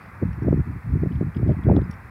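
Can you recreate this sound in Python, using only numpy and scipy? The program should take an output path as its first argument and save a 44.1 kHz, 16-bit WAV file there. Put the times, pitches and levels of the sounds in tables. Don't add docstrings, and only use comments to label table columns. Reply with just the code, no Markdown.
import sys
import numpy as np
from scipy import signal
from scipy.fft import rfft, irfft, next_fast_len
from scipy.io import wavfile
from scipy.ndimage import uniform_filter1d, map_coordinates

SR = 44100
rng = np.random.default_rng(int(sys.argv[2]) if len(sys.argv) > 2 else 0)


def put_to_file(sound):
    columns = np.atleast_2d(sound).T
    safe = np.clip(columns, -1, 1)
    whole_steps = np.round(safe * 32767)
    wavfile.write(sys.argv[1], SR, whole_steps.astype(np.int16))


def convert_level_to_amplitude(level_db):
    exponent = np.asarray(level_db, float) / 20
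    return 10 ** exponent


N = 92610

# [t/s, level/dB]
GUST_STRENGTH = [(0, -45.5), (.15, -43.5), (.21, -41.5), (.26, -29), (.36, -34.5), (.5, -25), (.62, -32),
                 (.77, -32.5), (.8, -40.5), (.9, -26.5), (1.2, -28.5), (1.335, -36.5), (1.45, -24),
                 (1.62, -33.5), (1.68, -19), (1.8, -21), (1.95, -43), (2.1, -39.5)]
# [t/s, level/dB, f/Hz]
STRONG_EDDIES = [(0.2347, -10.5, 169.6), (0.2536, -17, 135), (0.292, -16, 129.7), (0.4242, -15.5, 109.4),
                 (0.4551, -16, 156), (0.4727, -12, 142.4), (0.487, -10, 160), (0.5088, -10, 135),
                 (0.5288, -12, 174), (0.5444, -12, 143), (0.5632, -16, 131.6), (0.5844, -16, 131.6),
                 (0.5983, -9, 129), (0.873, -18.5, 107), (0.919, -17.5, 84.06), (0.938, -12, 121.9),
                 (0.9588, -10, 127.6), (1.0238, -16, 134), (1.0345, -12, 168), (1.0706, -13, 134.4),
                 (1.156, -17, 107), (1.2119, -14, 161.5), (1.2269, -14, 133.9), (1.2495, -17, 111.4),
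                 (1.3661, -12.5, 151.2), (1.4037, -15.5, 125.2), (1.4314, -11, 96.6), (1.4505, -18.5, 131),
                 (1.4625, -13, 131.2), (1.4793, -14.5, 131), (1.49, -10, 143.7), (1.503, -8.5, 125.5),
                 (1.5153, -10.5, 135.6), (1.6728, -5.5, 117.6), (1.6862, -10, 102.4), (1.7194, -4.5, 136.7),
                 (1.7356, -11, 179), (1.7587, -14, 155), (1.7692, -7, 112), (1.7942, -7.5, 117.9),
                 (1.8203, -11.5, 128.6)]
# [t/s, level/dB, f/Hz]
LESSER_EDDIES = [(0.317, -26.5, 104.5), (0.337, -24.5, 123), (0.3792, -21, 137), (0.6816, -20, 120),
                 (0.6959, -22, 141), (0.7142, -25, 142), (0.7637, -22, 141.4), (0.8462, -23, 101.5),
                 (0.897, -22.5, 102.9), (0.9706, -19, 124), (1.006, -19.5, 108.4), (1.052, -19, 153),
                 (1.1088, -19, 138.4), (1.1327, -22, 111.6), (1.192, -24, 145.6), (1.2698, -19, 140.3),
                 (1.2849, -20, 129.6), (1.3849, -19, 112.5), (1.4162, -25, 93), (1.5269, -20, 103.7),
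                 (1.538, -22, 138.5), (1.5546, -25.5, 106.3), (1.5707, -21, 154.3), (1.5928, -20, 150),
                 (1.6481, -20, 166), (1.8342, -22, 116), (1.8612, -23, 89.6), (1.879, -23.5, 143),
                 (1.8959, -22, 133)]
# [t/s, level/dB, f/Hz]
GUST_FRONTS = [
    (.226, -13, 225),
    (1.706, -7, 195),
]
# [multiple of the passing pitch, density/dB]
FROZEN_TURBULENCE = [(.15, -20.5), (.6, -9.5), (1.1, -9.5), (1.8, -10.5), (2.6, -23.5), (3.6, -38),
                     (5.5, -55), (8, -110)]
# [f/Hz, density/dB per Hz]
SURGE_SPECTRUM = [(20, -22), (55, 0), (90, -2), (130, -16), (240, -50)]
# [t/s, level/dB, f/Hz]
RIPPLE_EDDIES = [(0.2297, -17, 286), (0.3877, -33.5, 280), (0.4228, -23.5, 320), (0.4358, -26, 310),
                 (0.4477, -23.5, 310), (0.4577, -28, 330), (0.4685, -16.5, 258), (0.4824, -12.5, 310),
                 (0.504, -35, 250), (0.5132, -25, 290), (0.5295, -10.5, 323), (0.5417, -20.5, 330),
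                 (0.564, -29, 290), (0.5762, -20, 310), (0.5943, -24, 279), (0.7083, -29, 260),
                 (0.9348, -26, 306), (0.9564, -20.5, 325.4), (0.9737, -27, 310), (1, -32, 290),
                 (1.02, -28.5, 259), (1.0357, -13.5, 327), (1.0501, -31, 300), (1.0605, -22, 320),
                 (1.1094, -30.5, 296), (1.2119, -18, 333.6), (1.2282, -19.5, 322.5), (1.3719, -29.5, 276),
                 (1.399, -24, 330), (1.4167, -28, 310), (1.4294, -20.5, 330), (1.4462, -29.5, 267),
                 (1.4654, -20.5, 317.3), (1.4758, -20.5, 299), (1.4966, -17.5, 326), (1.5118, -16, 300),
                 (1.5316, -29, 293), (1.593, -31.5, 282), (1.6586, -21.5, 290), (1.6691, -13.5, 310),
                 (1.6822, -18.5, 320), (1.6943, -20.5, 340), (1.7027, -11, 330), (1.7153, -10, 391.6),
                 (1.7286, -18.5, 313), (1.738, -17.5, 290), (1.7492, -19.5, 330), (1.7671, -9.5, 265),
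                 (1.7768, -11, 306), (1.7895, -18.5, 300), (1.8046, -32, 300), (1.82, -25, 347)]
# [t/s, level/dB, f/Hz]
SHARP_EDGES = [(0.2298, -26.5, 566), (0.2386, -40, 620), (0.4487, -36.5, 695), (0.4594, -36.5, 560),
               (0.4715, -27.5, 550), (0.4786, -30, 520), (0.4851, -16.5, 547), (0.4917, -30, 616),
               (0.5139, -34, 690), (0.5272, -17.5, 530), (0.5389, -35.5, 660), (1.0349, -29.5, 603),
               (1.061, -31, 597), (1.2119, -29, 570), (1.223, -35, 620), (1.2292, -43, 620),
               (1.4284, -29, 517), (1.4659, -35, 547), (1.4793, -37, 633), (1.4892, -29.5, 560),
               (1.4952, -19, 570), (1.5013, -22, 510), (1.512, -26, 512), (1.52, -36, 510),
               (1.5484, -37.5, 680), (1.661, -40.5, 532), (1.6686, -28.5, 565), (1.688, -14, 568),
               (1.699, -14, 761), (1.7151, -12.5, 590), (1.7261, -17.5, 516), (1.7421, -36, 584),
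               (1.7536, -28, 550), (1.7675, -19.5, 682), (1.7818, -28.5, 500), (1.7884, -22, 543)]
# [t/s, level/dB, f/Hz]
SHARPEST_EDGES = [
    (1.693, -32, 1150),
    (1.7135, -24, 480),
    (1.7665, -33, 1350),
    (1.7915, -33, 1200),
]

# [t/s, level/dB, f/Hz]
WING_CLACKS = [(.06, -59, 3050), (0.329, -52.5, 2720), (.43, -63, 2760), (.519, -67.5, 3000),
               (1.118, -54, 3017), (1.125, -58.5, 3410), (1.155, -55.5, 3188), (1.346, -50, 2920),
               (1.366, -49.5, 3330), (1.369, -54, 3100), (1.478, -60, 3300), (1.49, -58.5, 3344),
               (1.514, -59, 3100), (1.528, -62, 3080), (1.635, -54, 3330), (1.7625, -45, 3450),
               (1.813, -56.5, 3575), (1.911, -54, 3107), (1.93, -55.5, 3150)]
# [pitch ratio, level/dB, t60/s]
WING_MODES = [(1, 0, .02), (.88, -2, .016), (1.12, -3, .016)]
# [t/s, level/dB]
BODY_KNOCKS = [
    (.061, -65),
    (1.366, -54.5),
    (1.478, -61.5),
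    (1.763, -55),
    (1.839, -58),
]
# [t/s, level/dB, brightness/dB]
PIVOT_TICKS = [
    (0.33, -58.5, -5.5),
    (.43, -57.5, -9.5),
    (.577, -64, -9.5),
    (1.081, -67, -6),
    (1.9099, -52.5, 0.5),
    (1.9121, -49, -0.5),
    (1.925, -67.5, 9),
    (1.9382, -55, -13),
]
# [f/Hz, level/dB, t60/s]
PIVOT_MODES = [(5550, 1, 0.017), (4650, -2.5, .012), (10080, 3, .011), (9700, -9, .01), (13000, -12, .009)]
# [f/Hz, density/dB per Hz]
RATTLE_SPECTRUM = [(1500, -66), (2500, 9.5), (3400, 2.5), (4100, 0.5), (4900, 8), (5700, -8), (7500, -40.5)]

# [f/Hz, density/dB per Hz]
HEDGE_SPECTRUM = [(55, -1.5), (100, 5), (300, -9.5), (600, -12.5), (1100, -7), (2000, -10), (2550, -18),
                  (2850, -32.5), (3600, -81.5)]
# [f/Hz, density/dB per Hz]
HISS_SPECTRUM = [(1900, -26.5), (3200, -3), (4350, -3.5), (5270, -4), (6060, -9), (6930, -9.5), (9860, -6),
                 (15900, -8)]
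# [t/s, level/dB, length/s]
LEAF_RUSTLES = [
    (0.037, -67.5, 0.038),
    (1.147, -73, 0.024),
    (1.505, -71, 0.025),
    (1.938, -68.5, 0.0096),
]
# [t/s, level/dB]
BREATHING = [(0, 0.2), (.4, 0.5), (1.1, -1.5), (1.6, 0.85), (2.1, 0.2)]


def unit(x):
    return x / np.sqrt(np.mean(x ** 2) + 1e-20)


def wobble(rate):
    knots = rng.standard_normal(int(N * rate / SR) + 4)
    return map_coordinates(knots, [np.arange(N) * rate / SR])


def filtered(x, response):
    m = next_fast_len(N + 8192)
    return irfft(rfft(x, m) * response(np.fft.rfftfreq(m, 1 / SR)), m)[:N]


def rush(points):
    f, db = np.transpose(points)

    def response(hz):
        return convert_level_to_amplitude(np.interp(np.log(hz + 1), np.log(f + 1), db, right=-150))

    return unit(filtered(rng.standard_normal(N), response))


def puffs(s, level_db, hz, cycles):
    half = 1300
    k = np.arange(-half, half)
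    phase = rng.random(len(s))[:, None]
    turns = k / SR * hz[:, None]
    bell = np.exp(-.5 * (turns / cycles) ** 2)
    wave = convert_level_to_amplitude(level_db)[:, None] * bell * np.cos(2 * np.pi * (turns + phase))
    at = np.round(s * SR).astype(int)[:, None] + k + half
    return np.bincount(at.ravel(), wave.ravel(), N + 2 * half + 1)[half:][:N]


def air_flow(s, db, hz):
    gust_db = np.interp(np.arange(N) / SR, *np.transpose(GUST_STRENGTH)) + 2.74 * wobble(25)
    power = convert_level_to_amplitude(2 * (gust_db - 4))
    pitch = power * (np.log(109.13) + .02 * (gust_db + 29.5))
    half, eddy_s, wake_db = 900, .005, -16
    bell = np.exp(-.5 * (np.arange(-half, half) / SR / eddy_s) ** 2)
    for at, level_db, eddy_hz in zip(s, db, hz):
        span = slice(round(at * SR) - half, round(at * SR) + half)
        swell = convert_level_to_amplitude(2 * (level_db + wake_db)) * bell
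        power[span] += swell
        pitch[span] += swell * (np.log(170) + 0.6013 * np.log(eddy_hz / 130))
    speed = np.exp(pitch / power + 0.1183 * wobble(60))
    air = rush([(ratio * 1000, g) for ratio, g in FROZEN_TURBULENCE])
    flow = np.sqrt(power) * map_coordinates(air, [np.cumsum(speed) / 1000 + 500])
    surge_s = 0.017
    slow_power = np.abs(uniform_filter1d(power, round(surge_s * SR)))
    return flow + convert_level_to_amplitude(2.5) * np.sqrt(slow_power) * rush(SURGE_SPECTRUM)


def wind():
    s, db, hz = np.transpose(STRONG_EDDIES + LESSER_EDDIES + GUST_FRONTS)
    pressure = puffs(s, db, hz, cycles=0.44) + air_flow(s, db, hz)
    s, db, hz = np.transpose(SHARP_EDGES + SHARPEST_EDGES)
    pressure += puffs(s + 0.0001, db, hz, cycles=0.74)
    s, db, hz = np.transpose(RIPPLE_EDDIES)
    pressure += puffs(s, db + 1, hz, cycles=0.61)
    port_hz, ceiling = 45, .52
    heard = filtered(pressure, lambda f: 1j * f / (port_hz + 1j * f))
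    return heard / (1 + np.abs(heard / ceiling) ** 4) ** (1 / 4)


def ring(hz, db, t60, t):
    rise_s = .002
    decay = convert_level_to_amplitude(db + 4.5 - 60 * t / t60)
    return decay * np.sin(2 * np.pi * hz * t) * (1 - np.exp(-t / rise_s))


def ornament():
    out, rattle = np.zeros(N + SR), np.zeros(N + SR)
    t = np.arange(3000) / SR
    for s, db, hz in WING_CLACKS:
        span = slice(round(s * SR), round(s * SR) + len(t))
        for ratio, g, t60 in WING_MODES:
            out[span] += ring(hz * ratio, db + 3.5 + g + 2 * rng.normal(), t60, t)
        rattle[span] += convert_level_to_amplitude(db - 8 - 60 * t / .022) * np.minimum(t / 0.0016, 1)
    for s, db in BODY_KNOCKS:
        out[round(s * SR):][:len(t)] += ring(4980, db + 2.5, .025, t)
    for s, db, bright_db in PIVOT_TICKS:
        tick = sum(ring(hz, g + bright_db * (k > 0), t60, t) for k, (hz, g, t60) in enumerate(PIVOT_MODES))
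        crack = convert_level_to_amplitude(-2.5 + bright_db - 60 * t / .014) * rng.standard_normal(len(t))
        out[round(s * SR):][:len(t)] += convert_level_to_amplitude(db + 4.5) * (tick + crack)
    top_hz = 9000
    struck = filtered(out[:N], lambda f: 1 / (1 + (f / top_hz) ** 4) ** .5)
    return struck + rattle[:N] * rush(RATTLE_SPECTRUM)


def leaves():
    t = np.arange(N) / SR
    rustle = sum(convert_level_to_amplitude(db) * np.exp(-.5 * ((t - s) / length) ** 2) for s, db, length in LEAF_RUSTLES)
    return rustle * convert_level_to_amplitude(1.2 * wobble(130)) * rush(RATTLE_SPECTRUM)


def garden():
    breath_db = np.interp(np.arange(N) / SR, *np.transpose(BREATHING)) + 0.47 * wobble(9.4)
    hedge = convert_level_to_amplitude(-44.0 + breath_db) * rush(HEDGE_SPECTRUM)
    hiss = convert_level_to_amplitude(-68.5) * rush(HISS_SPECTRUM)
    return hedge + hiss + leaves()


def scene():
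    return (wind() + ornament() + garden())[None]


def top_cut(x):
    return signal.sosfilt(signal.butter(12, 15860, fs=SR, output="sos"), x)


def record(dry):
    cut_hz = 52

    def low_cut(f):
        sections = [-f * f / (cut_hz ** 2 - f * f + 1j * f * cut_hz * damping) for damping in (.52, 1.41, 1.93)]
        return np.prod(sections, axis=0)

    fade = np.minimum(np.arange(N, 0, -1) / 100, 1)
    mix = filtered(dry[0], low_cut) * fade
    return top_cut(mix[None])


dry = scene()
out = record(dry)
put_to_file(out)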